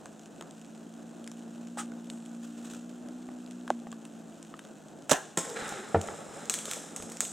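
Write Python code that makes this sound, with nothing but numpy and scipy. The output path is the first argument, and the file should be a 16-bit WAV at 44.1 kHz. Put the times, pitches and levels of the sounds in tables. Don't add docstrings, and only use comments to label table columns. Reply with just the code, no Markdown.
import sys
import numpy as np
from scipy import signal
from scipy.fft import rfft, irfft, next_fast_len
from scipy.io import wavfile
from scipy.ndimage import map_coordinates

SR = 44100
rng = np.random.default_rng(int(sys.argv[2]) if len(sys.argv) > 2 else 0)


def dump(signal):
    limited = np.clip(np.atleast_2d(signal).T, -1, 1)
    pcm = np.round(limited * 32767).astype(np.int16)
    wavfile.write(sys.argv[1], SR, pcm)


N = 322812

# (frequency [Hz], t60 [s])
HIDE_DECAY = [(150, 0.09), (600, 0.24), (1600, 0.26), (3000, 0.08), (8000, 0.18), (15000, 0.19)]
# (frequency [Hz], t60 [s])
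WOODS_DECAY = [(100, 0.099), (700, 1), (3000, 0.73), (8000, 0.65), (15000, 0.37)]
# (frequency [Hz], relative level [dB])
BRUSH_SPECTRUM = [(1350, -51), (2300, -13), (3620, -2.5), (4550, -18), (5140, -0.5), (5940, -4.5),
                  (7460, 5), (8430, 0.5), (12900, -21.5), (15000, -20), (16000, -31)]
# (frequency [Hz], relative level [dB])
LEAF_SPECTRUM = [(880, -9), (1500, 0), (2160, -16), (2590, -5), (3090, -6.5), (3880, -8), (4690, -13.5),
                 (7030, -4), (8000, -5.5), (10500, -19), (11800, -19.5), (14300, -24), (16000, -27)]
# (frequency [Hz], relative level [dB])
TICK_SPECTRUM = [(500, -16), (1500, -9), (3200, 0.5), (4700, -7.5), (7500, 2), (10500, -13.5), (16000, -37)]

TOP_HZ = 16000
RUN_S = 5.4


def amp(db):
    return 10 ** (np.asarray(db) / 20)


def unit(x):
    return x / np.sqrt(np.mean(x ** 2) + 1e-20)


def along(points, hz):
    f, v = np.transpose(points)
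    return np.interp(np.log(hz + 1), np.log(f + 1), v)


def curves(rows):
    s, *cols = np.transpose(rows)
    return [np.interp(np.arange(N) / SR, s, c) for c in cols]


def wobble(rate):
    knots = rng.standard_normal(int(N * rate / SR) + 4)
    return map_coordinates(knots, [np.arange(N) * rate / SR])


def swell(s, attack, hold, fall_db_per_s):
    t = np.arange(N) / SR - s
    fall_db = -fall_db_per_s * np.maximum(t - attack - hold, 0)
    return np.clip(t / attack, 0, 1) * amp(fall_db)


def filtered(x, response):
    m = next_fast_len(N + SR // 2)
    return irfft(rfft(x, m) * response(np.fft.rfftfreq(m, 1 / SR)), m)[..., :N]


def coloured(x, spectrum, size=2048):
    level_db = np.maximum(along(spectrum, np.fft.rfftfreq(size, 1 / SR)), -90)
    cepstrum = irfft(np.log(amp(level_db)))
    cepstrum[1:size // 2] *= 2
    cepstrum[size // 2 + 1:] = 0
    kernel = irfft(np.exp(rfft(cepstrum)))
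    return signal.fftconvolve(x, kernel / np.linalg.norm(kernel))[:N]


def spread(pair):
    # (frequency [Hz], correlation [-1 to 1])
    likeness = [(50, .05), (100, 0.2), (160, 0.8), (400, 0.7), (1300, 0.8), (3500, 0.98), (8000, 0.94),
                (15000, 0.24)]

    def turn(hz):
        return np.arccos(np.clip(along(likeness, hz), -1, 1)) / 2

    mid, side = filtered(pair, lambda hz: np.array([np.cos(turn(hz)), np.sin(turn(hz))]))
    return np.array([mid + side, mid - side])


def rush(spectrum, grain_db, grain_rate):
    grains = rng.standard_normal((2, N)) * amp(grain_db * wobble(grain_rate))
    return unit(spread(filtered(grains, lambda hz: amp(along(spectrum, hz)))))


def fade(t60):
    return np.exp(-np.log(1000) * np.arange(SR // 2) / SR / t60)


def burst(t60):
    return rng.standard_normal(SR // 2) * fade(t60)


def ring(modes, scatter_db):
    t = np.arange(SR // 2) / SR
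    total = np.zeros(SR // 2)
    for hz, db, t60 in modes:
        strength = amp(db + scatter_db * rng.normal())
        total += strength * np.sin(2 * np.pi * hz * t) * fade(t60)
    return total


def add(track, s, sound):
    part = track[round(s * SR):][:len(sound)]
    part += sound[:len(part)]


def echo(x, decay, delay):
    hz, t, z = signal.stft(rng.standard_normal((2, SR)), SR, nperseg=256)
    dying = z * np.exp(-np.log(1000) * t / along(decay, hz)[:, None])
    tail = signal.istft(dying, SR, nperseg=256)[1]
    late = np.pad(x, (int(delay * SR), 0))[None]
    return spread(signal.fftconvolve(late, tail / np.linalg.norm(tail[0]), axes=1)[:, :N])


def bow():
    # (time [s], crack level [dB], thud level [dB])
    jolts = [(5.1107, -19.5, -45), (5.1129, -18, -42), (5.1157, -13, -28), (5.1189, -33, -11),
             (5.1242, -23.5, -14.5), (5.131, -20.5, -23), (5.1373, -34, -22), (5.165, -40, -37)]
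    # (frequency [Hz], relative level [dB])
    crack_spectrum = [(200, -18), (600, 5), (1000, -6), (1700, -3), (2250, -12), (2800, -5), (3800, -8),
                      (4600, -15.5), (5900, -4), (7800, -2.5), (10000, -14), (16000, -26)]
    # (frequency [Hz], level [dB], t60 [s])
    grip_modes = [(253, -14, 0.0041), (520, -0.5, 0.0057), (890, -1, 0.0053)]
    # (frequency [Hz], level [dB], t60 [s])
    limb_modes = [(143.6, -13, 0.045), (275, -13.5, 0.081), (615, -3.5, 0.042), (584, -17, 0.13),
                  (785, -28, .13), (1370, -30, .14), (1560, -28, 0.11), (1660, -21, 0.14)]
    release_s, release_db, release_t60_s = 5.0946, -26, 0.14
    jolt_t60_s = 0.032
    string_stop_s = 5.1153
    rattle, body = np.zeros((2, N)), np.zeros(N)
    for channel in rattle:
        add(channel, release_s, amp(release_db) * burst(release_t60_s))
    for s, crack_db, thud_db in jolts:
        for channel in rattle:
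            add(channel, s, amp(crack_db) * burst(jolt_t60_s))
        add(body, s, amp(thud_db) * ring(grip_modes, scatter_db=1))
    add(body, string_stop_s, amp(-11) * ring(limb_modes, scatter_db=1))
    crack = spread(np.array([coloured(channel, crack_spectrum) for channel in rattle]))
    shot = crack + coloured(body, [(50, -25), (170, -2)])
    returned = coloured(crack[0], [(150, 12), (600, 2.0), (1600, 7.0), (2600, 2.5), (8000, -5)])
    right_of_centre = amp([[-3.2], [2.3]])
    near = shot * right_of_centre + amp(-11.5) * echo(returned, HIDE_DECAY, delay=0.02)
    return near + amp(-20) * echo(crack[0], WOODS_DECAY, delay=0.037)


def arrow():
    # (time [s], level [dB], t60 [s])
    hits = [(5.3731, -20.5, 0.018), (5.375, -16.5, 0.019), (5.382, -25.5, 0.042), (5.3868, -26.5, 0.042)]
    # (frequency [Hz], relative level [dB])
    strike_spectrum = [(60, -21), (170, 4.5), (500, 4.5), (1400, -2), (2300, -11.5), (3500, -10),
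                       (4600, -18.5), (7600, -0.5), (10000, -16), (16000, -30)]
    blows = np.zeros(N)
    for s, db, t60 in hits:
        add(blows, s, amp(db) * burst(t60))
    smack = coloured(blows, strike_spectrum)
    trees = amp(-8.0) * echo(smack, WOODS_DECAY, delay=.01)
    bright = coloured(blows, BRUSH_SPECTRUM)
    return smack + trees + amp(-10.5) * echo(bright, HIDE_DECAY, delay=0.012)


def barrel():
    # (time [s], ring level [dB], rattle level [dB], rattle t60 [s])
    knocks = [(5.9448, -17, -18.5, 0.12), (6.085, -42, -45, 0.25)]
    # (frequency [Hz], level [dB], t60 [s])
    wall_modes = [(163, -11.5, 0.19), (207, -13, 0.21), (322, -13, 0.19), (451.6, -4, 0.17),
                  (704, -6.5, 0.15), (786, 4.5, 0.043), (1305, -10, 0.054)]
    # (frequency [Hz], level [dB], t60 [s])
    air_modes = [(92, 8, 0.096)]
    # (frequency [Hz], relative level [dB])
    shell_spectrum = [(50, -32), (200, 2.5), (550, 6), (850, 3), (1050, -7.5), (1400, -5.5), (2400, -21),
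                      (5000, -36), (9000, -62)]
    wall, rattle = np.zeros((2, N))
    for s, db, rattle_db, t60 in knocks:
        add(wall, s, amp(db) * ring(wall_modes, scatter_db=1) * (1 - fade(.004)))
        add(wall, s + 0.0078, amp(db) * ring(air_modes, scatter_db=.5) * (1 - fade(0.18)))
        add(rattle, s, amp(rattle_db) * burst(t60))
    thump = coloured(wall, [(35, -22), (85, 1)]) + coloured(rattle, shell_spectrum)
    return thump + amp(-17) * echo(thump, WOODS_DECAY, delay=.015)


def flight():
    # (time [s], length of the push [s], soil level [dB], litter level [dB], twigs level [dB])
    bounds = [(5.38, 0.021, -49, -49, -45.5), (5.541, 0.13, -49, -40.5, -49), (5.72, .02, -50, -49, -68),
              (6.02, 0.11, -45.5, -51.5, -56), (6.32, 0.086, -48, -51.5, -55),
              (6.66, 0.028, -50, -50, -43.5), (6.95, .01, -55, -70, -54)]
    # (frequency [Hz], relative level [dB])
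    soil_spectrum = [(21, -51), (35, -25), (161, -6), (190, -8), (218, 3), (254, -15), (451, 1),
                     (826, -5.5), (990, -12), (1300, -8), (1690, -56), (2860, -120)]
    # (frequency [Hz], relative level [dB])
    litter_spectrum = [(470, -37), (800, 4), (999, -11.5), (1360, 3.5), (3040, -13), (4060, -9.5),
                       (4560, -24), (5000, -17), (6500, -48), (11000, -120)]
    run_db = [[-49], [-56.5], [-54.5]]
    attack_s, fall_db_per_s = 0.024, 63
    running = swell(RUN_S, attack=0.11, hold=0, fall_db_per_s=2.0)
    power = (amp(run_db) * running) ** 2
    for s, length, *levels_db in bounds:
        push = swell(s, attack_s, length, fall_db_per_s)
        power += np.outer(amp(levels_db), push) ** 2
    soil, litter, twigs = np.sqrt(power)
    return (soil * rush(soil_spectrum, grain_db=3.5, grain_rate=95)
            + litter * rush(litter_spectrum, grain_db=1.5, grain_rate=120)
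            + twigs * rush(BRUSH_SPECTRUM, grain_db=2.0, grain_rate=430))


def sticks(ring_t60=0.0085):
    # (time [s], level [dB], pitch [Hz], ring level relative to the snap [dB])
    snap_events = [(2.1008, -33, 3650, -0.5), (5.6914, -23.5, 1850, -11), (6.0143, -27.5, 3767, -10),
                   (6.4975, -10.5, 3450, -13.5), (6.5399, -13.5, 4070, -13.5), (6.5884, -23.5, 2790, -14),
                   (6.6555, -21.5, 3680, -14.5), (6.7131, -17.5, 3300, -14), (6.7344, -20.5, 2440, -14.5),
                   (6.9628, -21.5, 3260, -20.5), (7.0242, -27.5, 3062, -16), (7.119, -25.5, 4080, -21),
                   (7.206, -13, 1736, -14), (7.2515, -23.5, 3070, -15)]
    # (frequency [Hz], relative level [dB])
    stick_spectrum = [(300, -59), (1000, -10), (2000, -6.5), (3300, -5), (4700, -9), (6200, 1.5),
                      (7800, 4.5), (10000, -8), (16000, -23.5)]
    break_db, splinter_db = -3.5, -16
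    twigs_per_s, twig_db = 7, -36.5
    cracks, wood = np.zeros((2, N))
    for s, db, hz, ring_db in snap_events:
        split = amp(break_db) * burst(0.0042) + amp(splinter_db) * burst(0.056)
        add(cracks, s, amp(db) * split)
        modes = [(0.823 * hz, -3, ring_t60), (hz, 0, ring_t60), (1.155 * hz, -4, ring_t60)]
        add(wood, s, amp(db + ring_db) * ring(modes, scatter_db=0.5))
    run_length = N / SR - RUN_S
    for when in rng.random(round(twigs_per_s * run_length)):
        add(cracks, RUN_S + when * run_length, amp(twig_db) * burst(0.012))
    snaps = coloured(cracks, stick_spectrum)
    return snaps + wood + amp(-4.0) * echo(snaps, WOODS_DECAY, delay=.004)


def tube():
    # (time [s], length [s], pitch before sagging [Hz], level [dB])
    scrapes = [(5.465, 0.167, 546, -40.5), (5.746, .11, 446.5, -45)]
    sag = 0.176
    t, note = np.arange(N) / SR, np.zeros(N)
    for s, length, hz, db in scrapes:
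        pressure = np.abs(np.sin(np.pi * np.clip((t - s) / length, 0, 1)))
        phase = 2 * np.pi * np.cumsum(hz * (1 - sag * pressure)) / SR
        level = np.sqrt(pressure) * amp(db + 2.2 * wobble(60))
        note += level * np.sin(phase + 0.9 * wobble(90))
    return note


def clacks():
    # (time [s], pitch [Hz], level [dB])
    knocks = [(1.92, 1500, -46.5), (3.2893, 794, -37.5), (3.87, 794, -35), (3.927, 1161, -38.5),
              (4.5404, 1249, -36.5), (5.624, 320, -34.5), (5.723, 797, -32.5), (6.0865, 1360, -30),
              (7.001, 1255, -36.5)]
    wood = np.zeros(N)
    for s, hz, db in knocks:
        modes = [(hz, 0, .022), (1.43 * hz, -5, .014), (2.28 * hz, -9, .009)]
        add(wood, s, amp(db) * ring(modes, scatter_db=2.5))
    return wood + amp(-19) * echo(wood, WOODS_DECAY, delay=.006)


def footfalls():
    # (time [s], level [dB])
    landings = [(6.088, -46), (6.291, -50), (7.001, -42.5), (7.035, -44)]
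    # (frequency [Hz], level [dB], t60 [s])
    ground_modes = [(58, -8, 0.08), (106, 1, 0.079), (190, 2, .04)]
    ground = np.zeros(N)
    for s, db in landings:
        soft_onset = 1 - fade(.02)
        add(ground, s, amp(db) * ring(ground_modes, scatter_db=1) * soft_onset)
    return ground


def drops():
    # (time [s], tick level [dB], hollow tap level [dB])
    leaf_drops = [(0.0573, -38.5, -40), (0.4103, -38, -34), (0.4237, -42, -43.5), (1.276, -33, -48),
                  (1.3159, -38.5, -47), (3.5107, -40, -64), (3.678, -41, -35.5), (3.927, -42, -41.5),
                  (4.0522, -38, -45), (4.4277, -39.5, -61), (4.592, -36, -39.5), (4.6501, -43, -46)]
    # (frequency [Hz], relative level [dB])
    tap_spectrum = [(250, -14), (700, -0.5), (1600, 2.5), (2300, -11.5), (3200, -6), (5000, -32)]
    # (time [s], level [dB])
    heavy_drops = [(1.7728, -24.5), (3.7034, -7.5)]
    # (frequency [Hz], level [dB], t60 [s])
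    cloth_modes = [(335, -12, 0.036), (615, -12, 0.027), (770, 8.5, 0.0092), (1047, -13, 0.019),
                   (1493, -3.5, 0.0089)]
    ticks, taps, plops = np.zeros((3, N))
    for s, tick_db, tap_db in leaf_drops:
        add(ticks, s, amp(tick_db) * burst(0.0093))
        add(taps, s, amp(tap_db) * burst(0.015))
    for s, db in heavy_drops:
        soft_onset = 1 - fade(.009)
        add(plops, s, amp(db) * ring(cloth_modes, scatter_db=.5) * soft_onset)
        add(ticks, s, amp(db - 10) * fade(0.00042))
    patter = coloured(ticks, TICK_SPECTRUM) + coloured(taps, tap_spectrum)
    right_of_centre = amp([[-1], [1]])
    cloth = coloured(plops, [(60, -34), (350, 9)]) * right_of_centre
    return patter + amp(-13.5) * echo(patter, HIDE_DECAY, delay=.004) + cloth


def swish():
    # (time [s], level [dB])
    steps = [(2.41, -52.5), (2.54, -60), (2.62, -53), (2.689, -56.5)]
    # (frequency [Hz], relative level [dB])
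    fabric_spectrum = [(290, -42), (500, -13), (576, -34), (823, 2), (990, -18), (1260, 2.5), (1390, -7),
                       (2570, -17), (2880, -12.5), (4470, -20.5), (8370, -8.5), (10200, -25), (15000, -36)]
    stroke = amp(-36) * swell(1.772, attack=0.014, hold=0.015, fall_db_per_s=422)
    wading = np.zeros(N)
    for s, db in steps:
        wading += amp(db) * swell(s, attack=0.029, hold=0.0079, fall_db_per_s=125)
    cloth = stroke * rush(fabric_spectrum, grain_db=0.5, grain_rate=300)
    return cloth + wading * rush(LEAF_SPECTRUM, grain_db=3.5, grain_rate=190)


def drizzle(rate=15, db=-52, spread_db=4.0):
    drips = np.zeros(N)
    for when, chance in rng.random((round(rate * N / SR), 2)):
        nearness = min(-np.log(1 - chance), 3)
        add(drips, when * N / SR, amp(db + spread_db * nearness) * burst(0.0062))
    return coloured(drips, TICK_SPECTRUM)


def engine(flutter_db=1.45, fading_db=0.2):
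    # (time [s], firing rate [Hz])
    firing = [(0.0, 52.9), (0.19, 54.56), (1.11, 57.58), (1.52, 57.83), (1.73, 59.0), (2.17, 58.2),
              (2.69, 58.44), (3.23, 61.6), (3.62, 60.47), (3.98, 56.9), (4.09, 57.16), (4.8, 53.3),
              (5.0, 51.9), (6.2, 53.5), (7.032, 57.4), (7.32, 56.8)]
    # (relative level [dB], share of the engine's drop in level [ratio])
    harmonics = [(-10, 0.36), (2.5, 0.98), (-9, 0.55), (-17.5, 0.22)]
    full_load_hz, full_load_db = 58.95, -41.5
    load_db_per_hz, recede_db_per_s = 3, 1.0
    nearest_s = 1.8
    hz, = curves(firing)
    slowing_db = load_db_per_hz * np.maximum(full_load_hz - hz, 0)
    distance_db = recede_db_per_s * np.abs(np.arange(N) / SR - nearest_s)
    drop_db = slowing_db + distance_db
    phase = 2 * np.pi * np.cumsum(hz) / SR
    hum = np.zeros(N)
    for k, (level_db, share) in enumerate(harmonics, 3):
        blur = .2 * wobble(20)
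        waver_db = flutter_db * wobble(13) + fading_db * wobble(2.445)
        level = amp(full_load_db + level_db - share * drop_db + waver_db)
        hum += level * np.sin(k * phase + blur)
    return hum


def woods(drift_db=0.13):
    # (frequency [Hz], relative level [dB])
    murmur_spectrum = [(30, -36), (90, -20.5), (125, -14.5), (155, -8), (220, -3), (320, -4), (420, -9.5),
                       (700, -9), (1000, -21), (1500, -23), (2400, -36.5), (4000, -70)]
    murmur_db, hiss_db = -51.5, -61
    murmur = amp(murmur_db + drift_db * wobble(1.81)) * rush(murmur_spectrum, grain_db=1.5, grain_rate=15)
    hiss = amp(hiss_db + drift_db * wobble(3.15)) * rush(LEAF_SPECTRUM, grain_db=2.5, grain_rate=450)
    return murmur + hiss


def scene():
    bears = barrel() + flight() + footfalls() + tube() + clacks() + sticks()
    quiet_woods = woods() + engine() + drizzle() + drops() + swish()
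    return bow() + arrow() + bears + quiet_woods


def record(dry):
    return filtered(dry, lambda hz: hz < TOP_HZ)


dry = scene()
out = record(dry)
dump(out)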